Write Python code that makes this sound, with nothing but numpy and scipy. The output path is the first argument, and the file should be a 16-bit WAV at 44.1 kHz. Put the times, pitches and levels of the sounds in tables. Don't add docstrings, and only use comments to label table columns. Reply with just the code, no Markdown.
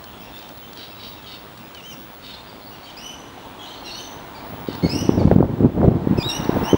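import sys
import numpy as np
from scipy import signal
from scipy.fft import rfft, irfft, next_fast_len
from scipy.io import wavfile
from scipy.ndimage import uniform_filter1d, map_coordinates

SR = 44100
rng = np.random.default_rng(int(sys.argv[2]) if len(sys.argv) > 2 else 0)


def bounce(signal):
    frames = np.transpose(np.atleast_2d(signal))
    limited = np.clip(frames, -1, 1)
    pcm = np.round(limited * 32767).astype(np.int16)
    wavfile.write(sys.argv[1], SR, pcm)


N = 298557
TOP_HZ = 15900


# start_s, length_s, first_hz, last_hz, level_db, rasp (0-1), overtone_db
NEAR_CHIRPS = [(0.053, 0.056, 3080, 2840, -54, 0.2, -8), (0.198, 0.034, 2950, 3380, -50, 0, -8),
               (0.337, 0.071, 3300, 3690, -46.5, 0.4, 0), (1.747, 0.065, 3050, 2600, -44, .4, -6),
               (1.826, 0.099, 2720, 2934, -42, 0.23, 2.5), (1.899, .044, 2995, 2670, -43, 0.2, 8.5),
               (2.338, 0.018, 4300, 3970, -40, 0.44, -8), (2.36, 0.049, 3500, 3590, -45.5, .05, -8),
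               (2.709, .055, 2874, 2720, -48, 0, 0), (2.83, 0.037, 2200, 2260, -50.5, 0.1, 3.5),
               (2.858, 0.054, 3200, 2870, -44.5, 0.5, -1), (2.968, .043, 2310, 2910, -47, 0.07, 5.5),
               (3.625, 0.039, 2956, 2930, -43.5, 0.2, -1), (3.655, .042, 3930, 4050, -49, .3, 5),
               (3.698, .06, 3080, 2980, -46.5, 0.2, 0), (3.743, 0.037, 4480, 4350, -52, .05, -8),
               (3.844, 0.056, 2740, 2693, -45, 0.18, 4.5), (3.849, 0.052, 4200, 3600, -42, 0, -2),
               (3.899, 0.0573, 4200, 4360, -40.5, .12, 5), (3.956, .037, 3770, 3620, -46, 0.3, -6),
               (4.346, 0.042, 2380, 2120, -48, .15, -2.5), (4.825, .058, 2125, 2148, -35, 0.1, -3.5),
               (5.189, 0.026, 2410, 2110, -42.5, 0, -1.5), (6.175, 0.023, 2580, 2600, -34, .1, 4.5),
               (6.198, 0.031, 2440, 2406, -29, .05, 2.5), (6.229, 0.092, 3493, 3650, -24.5, 0, -1)]
# start_s, length_s, climb_s, first_hz, knee_hz, last_hz, level_db, overtone_db
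NEAR_SQUEALS = [(3.01, .125, .04, 2860, 2990, 3013, -39.5, 6),
                (3.944, 0.077, .035, 2880, 2993, 3155, -42, 10.5),
                (4.891, 0.13, .058, 2440, 2774, 3000, -37.5, 12.5),
                (6.288, .099, .05, 2757, 2800, 2970, -31, 12.5),
                (6.636, 0.11, .072, 2664, 3080, 3070, -34.5, 7.5)]
# start_s, length_s, pitch_hz, level_db
NEAR_SCOLDS = [(0.749, 0.12, 3860, -43.5), (0.985, .132, 3840, -42.5), (1.251, .134, 3750, -42),
               (2.215, 0.14, 3650, -41.5), (4.66, .11, 3730, -47)]
# time_s, level_db
ECHO_SEND = [(0, -1.5), (1.3, -9.5), (1.9, -12.5), (2.3, -8.5), (3, -5), (4, -1), (5, -4.5), (6.2, -15),
             (6.77, -6)]

def birds(direct_db=-1, far_direct_db=-6):
    near, far = np.zeros(N), far_flock()
    for s, length, first_hz, last_hz, db, rasp, overtone_db in NEAR_CHIRPS:
        add(near, s, amp(db) * chirp(length, first_hz, last_hz, rasp, overtone_db))
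    for s, length, climb, first_hz, knee_hz, last_hz, db, overtone_db in NEAR_SQUEALS:
        add(near, s, amp(db) * squeal(length, climb, first_hz, knee_hz, last_hz, overtone_db))
    for s, length, hz, db in NEAR_SCOLDS:
        add(near, s, amp(db) * scold(length, hz))
    echo = foliage((near + far) * amp(curve(ECHO_SEND)))
    return amp(direct_db) * near + amp(far_direct_db) * far + echo


def chirp(length, first_hz, last_hz, rasp, overtone_db, bend_per_s2=38):
    t = clock(length)
    arch = 1 + bend_per_s2 * t * (t[-1] - t)
    return syrinx(np.linspace(first_hz, last_hz, len(t)) * arch, rasp, overtone_db)


def squeal(length, climb, first_hz, knee_hz, last_hz, overtone_db, effort_db_per_octave=22.5):
    pitch = np.interp(clock(length), [0, climb, length], [first_hz, knee_hz, last_hz])
    effort = amp(effort_db_per_octave * np.log2(pitch / last_hz))
    return effort * syrinx(pitch, rasp=0.02, overtone_db=overtone_db, swell_db=3.5)


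def scold(length, hz, sag_hz_per_s=1245):
    pitch = hz - sag_hz_per_s * (clock(length) - length / 2)
    return syrinx(pitch, rasp=0.897, overtone_db=-2, edge_s=0.015, swell_db=8.5)


# frequency_hz, gain_db
THROAT_RESPONSE = [(2000, -9.5), (2450, -1), (2900, -0.5), (3900, 0.5), (4900, 0.5), (5800, -12),
                   (7600, -21), (8800, -25.5), (11500, -25.5), (15000, -42)]

def syrinx(pitch, rasp, overtone_db, edge_s=0.00074, swell_db=4, rasp_hz=720):
    size = len(pitch)
    t = np.arange(size) / SR
    waver = (.005 + .015 * rasp) * wobble(190, size) + (.008 + .045 * rasp ** 2) * wobble(2600, size)
    rattle = 1.35 * rasp * np.sin(phase_of(rasp_hz * (1 + .12 * wobble(420, size))))
    phase = phase_of(pitch * (1 + waver)) + rattle
    tone = np.zeros(size)
    for k in range(1, 6):
        gain = amp(along(THROAT_RESPONSE, k * pitch) + overtone_db * (k > 1))
        tone += gain * np.sin(k * phase) * (k * pitch < TOP_HZ)
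    gate = np.sin(np.pi / 2 * np.clip(np.minimum(t, t[-1] - t) / edge_s, 0, 1)) ** 2
    flutter = amp(2 * wobble(140, size) + (.8 + 1.8 * rasp) * wobble(1500, size))
    swell = amp(swell_db * (np.sin(np.pi * t / t[-1]) - 2 / np.pi))
    return np.sqrt(2) * gate * flutter * swell * tone


# start_s, end_s, middle_hz, level_db
FAR_BOUTS = [(0.0, .5, 3127, -53.5), (0.548, 1.451, 3210, -50.5), (1.55, 1.75, 2994, -47.5),
             (2.452, 2.945, 4000, -52.5), (3.195, 3.49, 3560, -56.5), (3.577, 4.05, 3710, -48.5),
             (4.106, 6.204, 3400, -58)]

def far_flock(chirps_per_s=16, spread_db=7.5, range_hz=650, glide=0.0784, length_s=.05):
    out = np.zeros(N)
    for start, end, middle_hz, db in FAR_BOUTS:
        count = max(round((end - start) * chirps_per_s), 1)
        for k in range(count):
            slip, height, slope, stretch, faintness = rng.uniform(-1, 1, size=5)
            hz = middle_hz + range_hz * height
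            first_hz, last_hz = hz * (1 - glide * slope), hz * (1 + glide * slope)
            call = chirp(length_s * (1 + 0.288 * stretch), first_hz, last_hz, rasp=0.23, overtone_db=-1)
            s = start + (end - start) * (k + abs(slip)) / (count + 1)
            add(out, s, amp(db - spread_db * faintness) * call)
    return out


# frequency_hz, t60_s
TREE_DECAY = [(500, 0.58), (3000, 0.66), (6000, 0.61), (12000, 0.41)]
# frequency_hz, gain_db
LEAF_SCATTER = [(1500, 5.5), (3000, -1), (4500, -1.5), (6000, 2.5), (9000, -3.5), (14000, 2.5)]

def foliage(calls, build_s=0.001, stir=0.95):
    hz, t, noise = signal.stft(rng.standard_normal(SR), SR, nperseg=256)
    fade = amp(-60 * t / along(TREE_DECAY, hz)[:, None]) * (1 - np.exp(-t / build_s))
    tail = signal.istft(noise * fade, SR, nperseg=256)[1]
    echo = signal.fftconvolve(calls, tail / np.linalg.norm(tail))[:N]
    bands = signal.stft(echo, nperseg=256)[2]
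    shimmer = 1.06 + stir * (rng.standard_normal(bands.shape) + 1j * rng.standard_normal(bands.shape))
    return signal.istft(bands * shimmer * amp(along(LEAF_SCATTER, hz))[:, None], nperseg=256)[1][:N]


# frequency_hz, density_db
BUFFET_SPECTRUM = [(20, -33), (40, -15), (65, -7.5), (110, -1), (180, -1), (300, -4), (450, -11),
                   (700, -20.5), (1200, -34.5), (2500, -53.5), (6000, -71), (15000, -87)]
# time_s, level_db, half_width_s
EDDIES = [(4.169, -30.5, .0021), (4.688, -9, 0.00075), (4.85, -5, .00084), (5.094, 5, 0.00081),
          (5.256, 3.5, 0.0013), (5.315, 5, 0.00048), (5.363, 11, .0013), (5.407, 9.5, 0.00076),
          (5.428, 2, .00037), (5.607, -0.5, 0.00085), (5.648, 8, 0.00099), (5.817, -7, 0.00026),
          (5.832, -0.5, 0.00046), (6.074, 0.5, 0.00079), (6.112, 1, 0.0012), (6.495, -1.5, 0.00079),
          (6.733, 6.5, 0.0007)]

def wind(level_db=-2, lump_db=4.5, eddy_db=-1, reach_s=.01):
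    turbulence = unit(amp(lump_db * wobble(90)) * rush(BUFFET_SPECTRUM, patchy_db=0))
    out = amp(level_db) * wind_strength() * turbulence
    t = np.arange(-reach_s, reach_s, 1 / SR)
    for s, db, half_width in EDDIES:
        u = t / half_width
        lean = rng.uniform(-0.22, 1.0)
        swing = (1 - u ** 2 + lean * u) * np.exp(-u ** 2 / 2)
        add(out, s - reach_s, amp(db + eddy_db) * rng.choice([-1, 1]) * swing)
    return out


# start_s, length_s, level_db
MIC_GUSTS = [(4.42, .09, -40.5), (4.494, .08, -41), (4.827, 0.057, -19), (4.926, 0.035, -15.5),
             (5.073, 0.074, -18), (5.169, 0.31, -10), (5.585, .09, -5), (5.769, 0.119, -6),
             (5.892, 0.14, -13.5), (6.077, 0.11, -14.5), (6.227, 0.052, -22), (6.379, 0.091, -23.5),
             (6.517, 0.12, -15), (6.723, 0.024, -8)]
# time_s, level_db
BREEZE_LEVEL = [(4.1, -58.5), (4.78, -30.5), (5.1, -17), (5.55, -14.5), (6.05, -21), (6.3, -32.5),
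                (6.77, -34)]

def wind_strength(attack_s=0.013, release_s=0.0093):
    t, gusts = np.arange(N) / SR, np.zeros(N)
    for s, length, db in MIC_GUSTS:
        rise = np.clip((t - s) / attack_s, 0, 1)
        fall = np.exp(-np.maximum(t - s - length, 0) / release_s)
        gusts += amp(db) * rise * fall
    return np.hypot(amp(curve(BREEZE_LEVEL)), gusts)


# time_s, level_db
CAR_LEVEL = [(0, -47.5), (2.3, -57.5), (3, -44), (4, -41), (4.7, -37), (5.2, -36.5), (5.8, -35), (6.1, -30),
             (6.5, -27.5), (6.77, -28)]
# frequency_hz, density_db
TYRE_SPECTRUM = [(40, 2.5), (120, -16), (280, 2.5), (520, -6), (880, 3), (1250, -7), (1700, -10.5),
                 (2500, -18), (4000, -24), (8000, -40.5), (15000, -57)]

def car():
    return amp(curve(CAR_LEVEL) + 0.21 * wobble(8)) * rush(TYRE_SPECTRUM, patchy_db=1.0)


# start_s, level_db
CAMERA_TICKS = [(0.04, -25), (0.3895, -26.5), (0.425, -30.5), (0.4892, -27), (0.575, -29.5), (0.7305, -25),
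                (0.772, -25), (1.226, -31), (1.575, -27), (1.7464, -25.5), (4.728, -25.5), (4.751, -25),
                (6.4466, -23.5)]
# pitch_hz, level_db, t60_s
CAMERA_MODES = [(1600, -3, .016), (3200, -6, .012), (4400, 0, .016), (5600, -3, .012)]

def ticks(crack_t60_s=.016, attack_s=.0002, cutoff_hz=8500):
    out, t = np.zeros(N), np.arange(SR // 25) / SR
    onset = 1 - np.exp(-t / attack_s)
    for s, db in CAMERA_TICKS:
        ring = np.zeros(len(t))
        for hz, mode_db, t60 in CAMERA_MODES:
            decay = amp(mode_db + rng.normal(0, 0.8) - 60 * t / t60)
            ring += decay * np.sin(2 * np.pi * hz * rng.normal(1, 0.022) * t)
        crack = amp(-60 * t / crack_t60_s) * rng.standard_normal(len(t))
        add(out, s + .001, amp(db) * (.5 * ring + .45 * crack) * onset)
    return filtered(out, lambda hz: 1 / (1 + (hz / cutoff_hz) ** 3))


def knock(start_s=3.377, level_db=-31, pitch_hz=780, t60_s=0.051):
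    t = np.maximum(np.arange(N) / SR - start_s, 0)
    return amp(level_db - 60 * t / t60_s) * np.sin(2 * np.pi * pitch_hz * t)


# time_s, level_db
WHINE_LEVEL = [(0.0, -46), (0.19, -52), (0.4, -45.5), (1.83, -52), (1.9, -44), (2.45, -56.5), (2.68, -48),
               (3.07, -56), (3.15, -72), (3.32, -58.5), (4.58, -47), (5.17, -53), (5.26, -70), (5.32, -56),
               (5.88, -58), (6.49, -44.5), (6.71, -45.5), (6.77, -59)]

def whine(pitch_hz=15698, level_db=1, wander_db=2.5):
    strength = amp(curve(WHINE_LEVEL) + level_db + wander_db * wobble(18))
    return np.sqrt(2) * strength * np.sin(phase_of(pitch_hz + wobble(5)))


# frequency_hz, density_db
AIR_SPECTRUM = [(20, -31), (50, -1), (110, -1), (280, -0.5), (400, -4.5), (600, -4.5), (900, -5),
                (1300, -8), (2000, -14), (3500, -14), (5000, -23), (6500, -27), (10000, -29.5),
                (15000, -38.5)]

def air(level_db=-41.5):
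    return amp(level_db + 0.22 * wobble(13)) * rush(AIR_SPECTRUM, patchy_db=1.1)


def amp(db):
    return 10 ** (np.asarray(db) / 20)


def unit(x):
    return x / np.sqrt(np.mean(x ** 2) + 1e-20)


def clock(length):
    return np.arange(int(max(length, .01) * SR)) / SR


def phase_of(hz):
    return 2 * np.pi * np.cumsum(hz) / SR


def along(points, hz):
    frequencies, values = np.transpose(points)
    return np.interp(np.log(hz + 1), np.log(frequencies), values)


def curve(rows):
    return np.interp(np.arange(N) / SR, *np.transpose(rows))


def wobble(rate, size=N):
    knots = rng.standard_normal(int(size * rate / SR) + 4)
    return map_coordinates(knots, [np.arange(size) * rate / SR])


def filtered(x, response):
    padded = next_fast_len(N + 8192)
    return irfft(rfft(x, padded) * response(np.fft.rfftfreq(padded, 1 / SR)), padded)[:N]


def rush(spectrum, patchy_db):
    bands = signal.stft(rng.standard_normal(N), nperseg=512)[2]
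    patches = uniform_filter1d(rng.standard_normal(bands.shape), size=5, axis=0)
    patches = uniform_filter1d(patches, size=14, axis=1)
    noise = signal.istft(bands * amp(patchy_db * unit(patches)), nperseg=512)[1][:N]
    return unit(filtered(noise, lambda hz: amp(along(spectrum, hz))))


def add(track, s, sound):
    start = int(np.clip(round(s * SR), 0, N - 1))
    track[start:start + len(sound)] += sound[:N - start]


def gain_control(x, threshold_db=-10.5, slope=0.78, release_db_per_s=10):
    level_db = 10 * np.log10(np.abs(uniform_filter1d(x ** 2, size=1300)) + 1e-12)
    excess_db = np.maximum(level_db - threshold_db, 0)
    recovery_db = release_db_per_s * np.arange(N) / SR
    cut_db = np.maximum.accumulate(slope * excess_db + recovery_db) - recovery_db
    return x * amp(-uniform_filter1d(cut_db, size=300))


def scene():
    return (birds() + air() + car() + wind() + ticks() + knock())[None]


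def record(dry, low_cut_hz=28):
    x = gain_control(dry[0]) + whine()
    x = x / (1 + np.abs(x) ** 8) ** (1 / 8)
    return filtered(x, lambda hz: (hz < TOP_HZ) * hz ** 4 / (hz ** 4 + low_cut_hz ** 4))[None]


dry = scene()
out = record(dry)
bounce(out)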